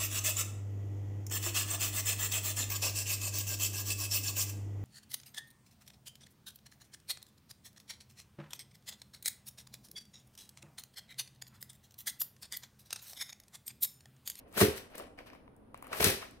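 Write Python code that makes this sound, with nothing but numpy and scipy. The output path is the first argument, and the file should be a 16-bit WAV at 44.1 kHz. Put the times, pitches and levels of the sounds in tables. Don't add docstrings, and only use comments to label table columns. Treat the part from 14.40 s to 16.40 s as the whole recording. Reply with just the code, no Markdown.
import sys
import numpy as np
from scipy import signal
from scipy.fft import rfft, irfft
from scipy.io import wavfile
from scipy.ndimage import uniform_filter1d

SR = 44100
rng = np.random.default_rng(int(sys.argv[2]) if len(sys.argv) > 2 else 0)


def master_out(mix):
    frames = np.transpose(np.atleast_2d(mix))
    ceiling = np.clip(frames, -1, 1)
    pcm = np.round(ceiling * 32767).astype(np.int16)
    wavfile.write(sys.argv[1], SR, pcm)


N = 88200


def amp(db):
    return 10 ** (np.asarray(db) / 20)


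def evened(x):
    return x / np.sqrt(np.mean(x ** 2) + 1e-20)


def read(points, hz):
    f, value = np.transpose(points)
    return np.interp(np.log(hz + 1), np.log(f + 1), value)


def add(mix, s, sound):
    part = mix[round(s * SR):][:len(sound)]
    part += sound[:len(part)]


def colour(x, points):
    (low_hz, low_db), (high_hz, high_db) = points[0], points[-1]
    curve = [(low_hz / 1.5, low_db - 25)] + list(points) + [(high_hz * 1.5, high_db - 25)]
    gain = amp(read(curve, np.fft.rfftfreq(x.shape[-1], 1 / SR)))
    return irfft(rfft(x) * gain, x.shape[-1])


def ring(x, hz, t60):
    radius = 10 ** (-3 / (t60 * SR))
    w = 2 * np.pi * hz / SR
    return signal.lfilter([0, np.sin(w)], [1, -2 * radius * np.cos(w), radius * radius], x)


# frequency in Hz, relative level in dB.
SIZZLE_SPECTRUM = [(4710, -24.5), (8000, -7.5), (12300, -3), (15300, -8), (16300, -18.5), (16500, -56.5)]
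FIZZ_SPECTRUM = [(1760, 2), (3000, -0.5), (3920, 4), (6080, -3), (8000, -35.5), (10400, -40.5),
                 (17600, -120)]
BODY_SPECTRUM = [(380, -13.5), (650, 2), (720, -3.5), (1110, -6), (1190, -8), (3000, -12), (3900, -38),
                 (6600, -120)]
SHARED = 0.53


def crackle(passages, clicks_per_s, spread_db, low):
    t = np.arange(N) / SR
    clicks = rng.standard_normal((4, N)) * (rng.random((4, N)) < clicks_per_s / SR)
    clicks = clicks * amp(spread_db * np.minimum(rng.exponential(1, (4, N)), 4))
    pair = SHARED * clicks[0] + np.sqrt(1 - SHARED ** 2) * clicks[1:3]
    upper = [colour(pair, curve) for curve in (SIZZLE_SPECTRUM, FIZZ_SPECTRUM, BODY_SPECTRUM)]
    layers = [evened(layer) for layer in upper + [low(clicks[3])]]
    out = np.zeros((2, N))
    for passage in passages:
        s, *levels = np.transpose(passage)
        for layer, db in zip(layers, levels):
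            out += layer * amp(np.interp(t, s, db, -140, -140))
    return out


# time in seconds, then sizzle, fizz, body and low levels in dB before the crackle trim.
CRUNCH_PASSAGES = [
    [(0.1, -87.5, -86, -77.5, -61), (0.148, -56, -57.5, -53, -67.5), (0.164, -50.5, -49.5, -48, -44),
     (0.176, -35, -40.5, -34.5, -35), (0.194, -31, -35.5, -40.5, -54), (0.214, -26, -30, -24.5, -23.5),
     (0.234, -33.5, -32, -36.5, -24.5), (0.35, -60, -60, -50, -47.5), (0.382, -46, -47.5, -55.5, -50.5),
     (0.39, -56, -53.5, -54.5, -50), (0.48, -78, -78.5, -65, -62)],
    [(1.49, -83, -79, -61, -76), (1.522, -58.5, -56, -49.5, -49), (1.53, -56, -44.5, -36.5, -59),
     (1.542, -49.5, -53, -41.5, -52), (1.586, -43.5, -47, -44, -50), (1.594, -48, -49, -53.5, -51),
     (1.606, -37, -33, -28, -29), (1.614, -34.5, -43, -38.5, -30.5), (1.628, -30.5, -29.5, -33, -41),
     (1.638, -37, -36, -38.5, -34.5)],
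    [(1.65, -31, -27, -36.5, -27), (1.67, -31, -31.5, -35, -33.5), (1.698, -35, -34, -38, -34),
     (1.804, -60, -54.5, -56, -54.5), (1.824, -58.5, -54.5, -45.5, -54), (1.904, -75.5, -70.5, -63.5, -80),
     (1.98, -84, -73, -79, -59.5)],
]
PRESSED = 0.6


def crunch():
    passages = [CRUNCH_PASSAGES[0], CRUNCH_PASSAGES[1] + CRUNCH_PASSAGES[2]]
    return crackle(passages, 14000, 2.7, low=lambda force: board(force, PRESSED))


# tick start in seconds, tick peak in dB, tick centre in Hz,
# pop peak in dB, pop pitch in Hz.
FIBRE_SNAPS = [(0.127, -43, 7950, -57, 1310), (0.142, -41, 9700, -43, 1210), (0.169, -34, 11900, -40, 885),
               (.178, -26.5, 11900, -26, 1470), (0.205, -20, 9000, -24, 1400),
               (0.214, -21.5, 11100, -27.5, 1510), (0.22, -20, 14000, -21, 1830),
               (0.251, -17, 12100, -26.5, 1680), (0.363, -33, 9100, -44, 2040),
               (.378, -38, 8500, -37, 2160), (.55, -50, 5000, -43, 2040), (.555, -35, 9900, -64, 1410),
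               (0.561, -47.5, 14000, -63.5, 1500), (0.578, -56, 9900, -41, 735),
               (0.581, -47, 10000, -46, 1200), (0.581, -32, 9200, -55, 1210),
               (.593, -36.5, 9700, -57.5, 1210), (0.598, -53, 5030, -35, 1180),
               (0.624, -46, 8900, -47, 1430), (.635, -57, 9000, -49.5, 1450),
               (0.67, -55, 9100, -46.5, 1100), (.779, -60, 9400, -56, 1570), (.788, -64, 9500, -36, 2290),
               (.79, -59, 4000, -50, 700), (0.863, -56.5, 9560, -48, 1100), (.901, -69, 9500, -43.5, 2400),
               (0.933, -50.5, 5050, -42, 1085), (.95, -58.5, 9500, -44.5, 1060),
               (1.078, -79.5, 4000, -44, 1000), (1.165, -52, 10100, -73, 994),
               (1.344, -45, 8900, -32.5, 1050), (1.376, -43.5, 10100, -64, 1190),
               (1.4253, -36.5, 10400, -34.5, 1040), (1.444, -47, 10000, -43, 1090),
               (1.469, -41, 10700, -40, 1210), (1.479, -45, 9200, -60, 1300), (1.518, -52, 5000, -30, 750),
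               (1.53, -29, 8700, -28.5, 1430), (1.5311, -31, 5000, -38.5, 2630),
               (1.5322, -35, 3960, -28.5, 1000), (1.604, -29, 4800, -21.5, 874),
               (1.627, -25, 8800, -22, 1140), (1.6436, -6, 4800, -20, 2600), (1.6428, -8, 10800, -39, 1480),
               (1.6452, -9, 7200, -39, 2420), (1.646, -33, 10600, -26, 1470),
               (1.652, -17, 10200, -30, 1550), (1.667, -53.5, 5000, -33, 1700),
               (1.703, -17, 9600, -44, 1540), (1.828, -63, 4090, -35, 1210), (1.91, -44.5, 9600, -65, 1440)]
TICK_T60, POP_T60, POP_LAG_S = 0.011, 0.0087, 0.00073
TICK_TAIL_DB, TICK_RING_S = -16, 0.0009
POP_MODES = [(1, 1, 1), (0.49, 2.1, 0.51), (-0.41, 0.65, 1), (0.19, 3.4, 0.3)]


def snaps():
    t, out = np.arange(2048) / SR, np.zeros(N)
    noise = rng.standard_normal((len(FIBRE_SNAPS), 2, len(t)))
    for (s, tick_db, tick_hz, pop_db, pop_hz), (rattle_noise, push_noise) in zip(FIBRE_SNAPS, noise):
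        rattle = amp(TICK_TAIL_DB - 60 * t / TICK_T60) * rattle_noise * np.minimum(t / 0.0004, 1)
        click = t == 0
        tick = np.diff(ring(rattle - click, tick_hz, TICK_RING_S), prepend=0)
        push = (1 + 0.5 * push_noise) * np.sin(np.pi * np.minimum(4.5 * pop_hz * t, 1)) ** 2
        pop = sum(level * ring(push, ratio * pop_hz, decay * POP_T60) for level, ratio, decay in POP_MODES)
        add(out, s, amp(tick_db) * tick / abs(tick).max())
        add(out, s + POP_LAG_S, amp(pop_db) * pop / abs(pop).max())
    return out


# start in seconds, relative strength in dB,
# approximate contact time in seconds.
BLADE_KNOCKS = [(0.177, -29, 0.00094), (0.2172, -13, 0.0023), (0.228, -13.5, 0.0021), (.26, -29, 0.002),
                (.283, -24, 0.0013), (.238, -17.5, 0.0011), (1.53, -50, 0.0012), (1.607, -27, 0.00046),
                (1.649, -29, 0.0014), (1.665, -15, 0.0031), (1.686, -25.5, .0015)]


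def knocks():
    force = np.zeros(N)
    for s, db, contact in BLADE_KNOCKS:
        push = np.hanning(round(contact * SR) + 3)
        add(force, s, amp(db) * push / push.sum())
    return 0.5 * board(force)


# frequency in Hz, relative level in dB,
# undamped-by-hand t60 in seconds.
BOARD_MODES = [(79, -19, 0.36), (110.2, -0.5, 0.04), (215.4, -3.5, 0.069), (243, -15, 0.055),
               (308.8, -9, 0.12), (386.8, -1, 0.2), (418.6, -3.5, 0.24), (459.7, -18, 0.32),
               (527, -15, 0.33), (564.6, -22, .15), (668, -16.5, 0.15)]


def board(force, damping=1):
    return sum(amp(db) * ring(force, hz, damping * t60) for hz, db, t60 in BOARD_MODES)


# time in seconds, then sizzle, fizz, body and low levels in dB before the crackle trim.
RUSTLE_PASSAGES = [
    [(0.0, -80, -73, -68, -77), (0.01, -82, -75, -68, -65), (0.05, -102, -89, -75, -68),
     (0.062, -100, -91, -65, -63), (0.074, -85, -79, -69, -54), (0.088, -74, -85, -70, -67),
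     (0.11, -82, -87, -79, -70), (0.12, -70, -73, -79, -54)],
    [(0.5, -69, -73, -61, -62), (0.53, -76, -73, -60.5, -63), (0.556, -70, -57.5, -49.5, -48),
     (0.568, -69, -62, -63, -63), (0.582, -50, -55, -55.5, -52), (0.604, -64.5, -57.5, -51, -46.5),
     (0.696, -90.5, -79, -64.5, -60.5), (0.74, -95, -97.5, -74, -59)],
    [(0.76, -102, -99, -93, -74), (0.786, -69, -64, -47.5, -49), (0.854, -84, -78, -70, -67),
     (0.87, -63.5, -61, -55.5, -62), (0.914, -84, -73, -60.5, -69), (0.938, -73, -69.5, -58, -70),
     (1.048, -102, -92.5, -77.5, -72), (1.08, -95.5, -95, -72, -72)],
    [(1.345, -85, -71.5, -60, -66.5), (1.42, -92, -84, -65.5, -71), (1.45, -81, -73, -52, -70),
     (1.5, -89, -69, -63, -56)],
]
# frequency in Hz, relative level in dB.
SCUFF_SPECTRUM = [(88, -45), (150, -10.5), (286, -1), (345, -7.5), (564, 0.5), (800, -4.5), (1040, -48.5),
                  (1760, -120)]


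def rustle():
    return crackle(RUSTLE_PASSAGES, 7000, 2.8, low=lambda force: colour(force, SCUFF_SPECTRUM))


# frequency in Hz, further lead of the left port in radians.
PORT_LEAD = [(60, 0.44), (450, 0), (860, 1.86), (1300, -0.67), (2200, -0.16)]
# frequency in Hz, left minus right in dB.
PORT_TILT = [(60, -1), (150, 1.5), (400, -2.5), (1200, 6.5), (2400, 1), (5000, 2), (9000, 9.5), (15000, 4)]
PORT_LAG_S = 0.00014


def ports(x):
    hz = np.fft.rfftfreq(N, 1 / SR)
    half_tilt = amp(0.5 * read(PORT_TILT, hz))
    lag = read(PORT_LEAD, hz) + 2 * np.pi * hz * PORT_LAG_S
    return irfft(rfft(x) * np.array([half_tilt, np.exp(-1j * lag) / half_tilt]), N)


# frequency in Hz, t60 in seconds.
ROOM_T60 = [(60, 0.27), (300, 0.23), (1100, 0.56), (3000, 0.42), (8000, 0.44), (16000, 0.11)]
# frequency in Hz, relative level in dB.
ROOM_LEVEL = [(60, -19), (350, -17), (700, -3), (3000, 1.5), (16000, 4)]


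def room(x):
    taps = np.zeros((2, SR // 2))
    at = np.arange(100, SR // 2 - 20, 20)
    at = at + rng.integers(0, 20, (2, len(at)))
    np.put_along_axis(taps, at, rng.choice([-1., 1.], at.shape), 1)
    hz, t, bands = signal.stft(taps, SR, nperseg=256)
    t60 = read(ROOM_T60, hz)[:, None]
    decay = amp(read(ROOM_LEVEL, hz)[:, None] - 60 * t / t60)
    tail = signal.istft(bands * decay / np.sqrt(100 * t60), SR, nperseg=256)[1]
    return signal.fftconvolve(x[None], 0.28 * tail, axes=1)[:, :N]


# frequency in Hz, relative level in dB.
HUM_SPECTRUM = [(12, -32.5), (20, -10.5), (49, -5.5), (131, -8.5), (174, -16.5), (251, -2.5), (351, -12),
                (428, -12.5), (465, -11), (634, -15), (1180, -24), (7950, -56.5), (9410, -39.5),
                (13900, -55), (16500, -48.5)]
# frequency in Hz, left-right likeness from 0 to 1.
HUM_LIKENESS = [(60, 1), (180, 0.81), (550, 0.24), (1650, 0.02), (4970, 0.05), (15000, 0.09)]
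HUM_DB = -59


def hum():
    frames, hz = N // 256 + 5, np.fft.rfftfreq(1024, 1 / SR)
    a, b, c, d, patches = rng.standard_normal((frames, 513, 5)).T
    patches = uniform_filter1d(patches, 10, 0)
    patches = evened(uniform_filter1d(patches, 12, 1))
    same = read(HUM_LIKENESS, hz)[:, None]
    left, other = a + 1j * b, c + 1j * d
    bands = np.array([left, same * left + np.sqrt(1 - same ** 2) * other])
    bands *= amp(read(HUM_SPECTRUM, hz)[:, None] + 0.5 * patches)
    tone = signal.istft(bands, nperseg=1024, noverlap=768)[1][:, :N]
    return amp(HUM_DB) * evened(tone)


MIC_LOW_HZ = 68


def scene():
    near = amp(-1.5) * (crunch() + rustle()) + snaps() + knocks()
    high_pass = signal.butter(4, MIC_LOW_HZ, "high", fs=SR, output="sos")
    thin = signal.sosfilt(high_pass, near)
    return ports(thin) + room(thin.mean(0)) + hum()


EDGE_HZ = 15900


def record(dry):
    low_pass = signal.firwin(511, EDGE_HZ, window=("kaiser", 9), fs=SR)
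    return signal.oaconvolve(dry, low_pass[None], "same")


dry = scene()
out = record(dry)
master_out(out)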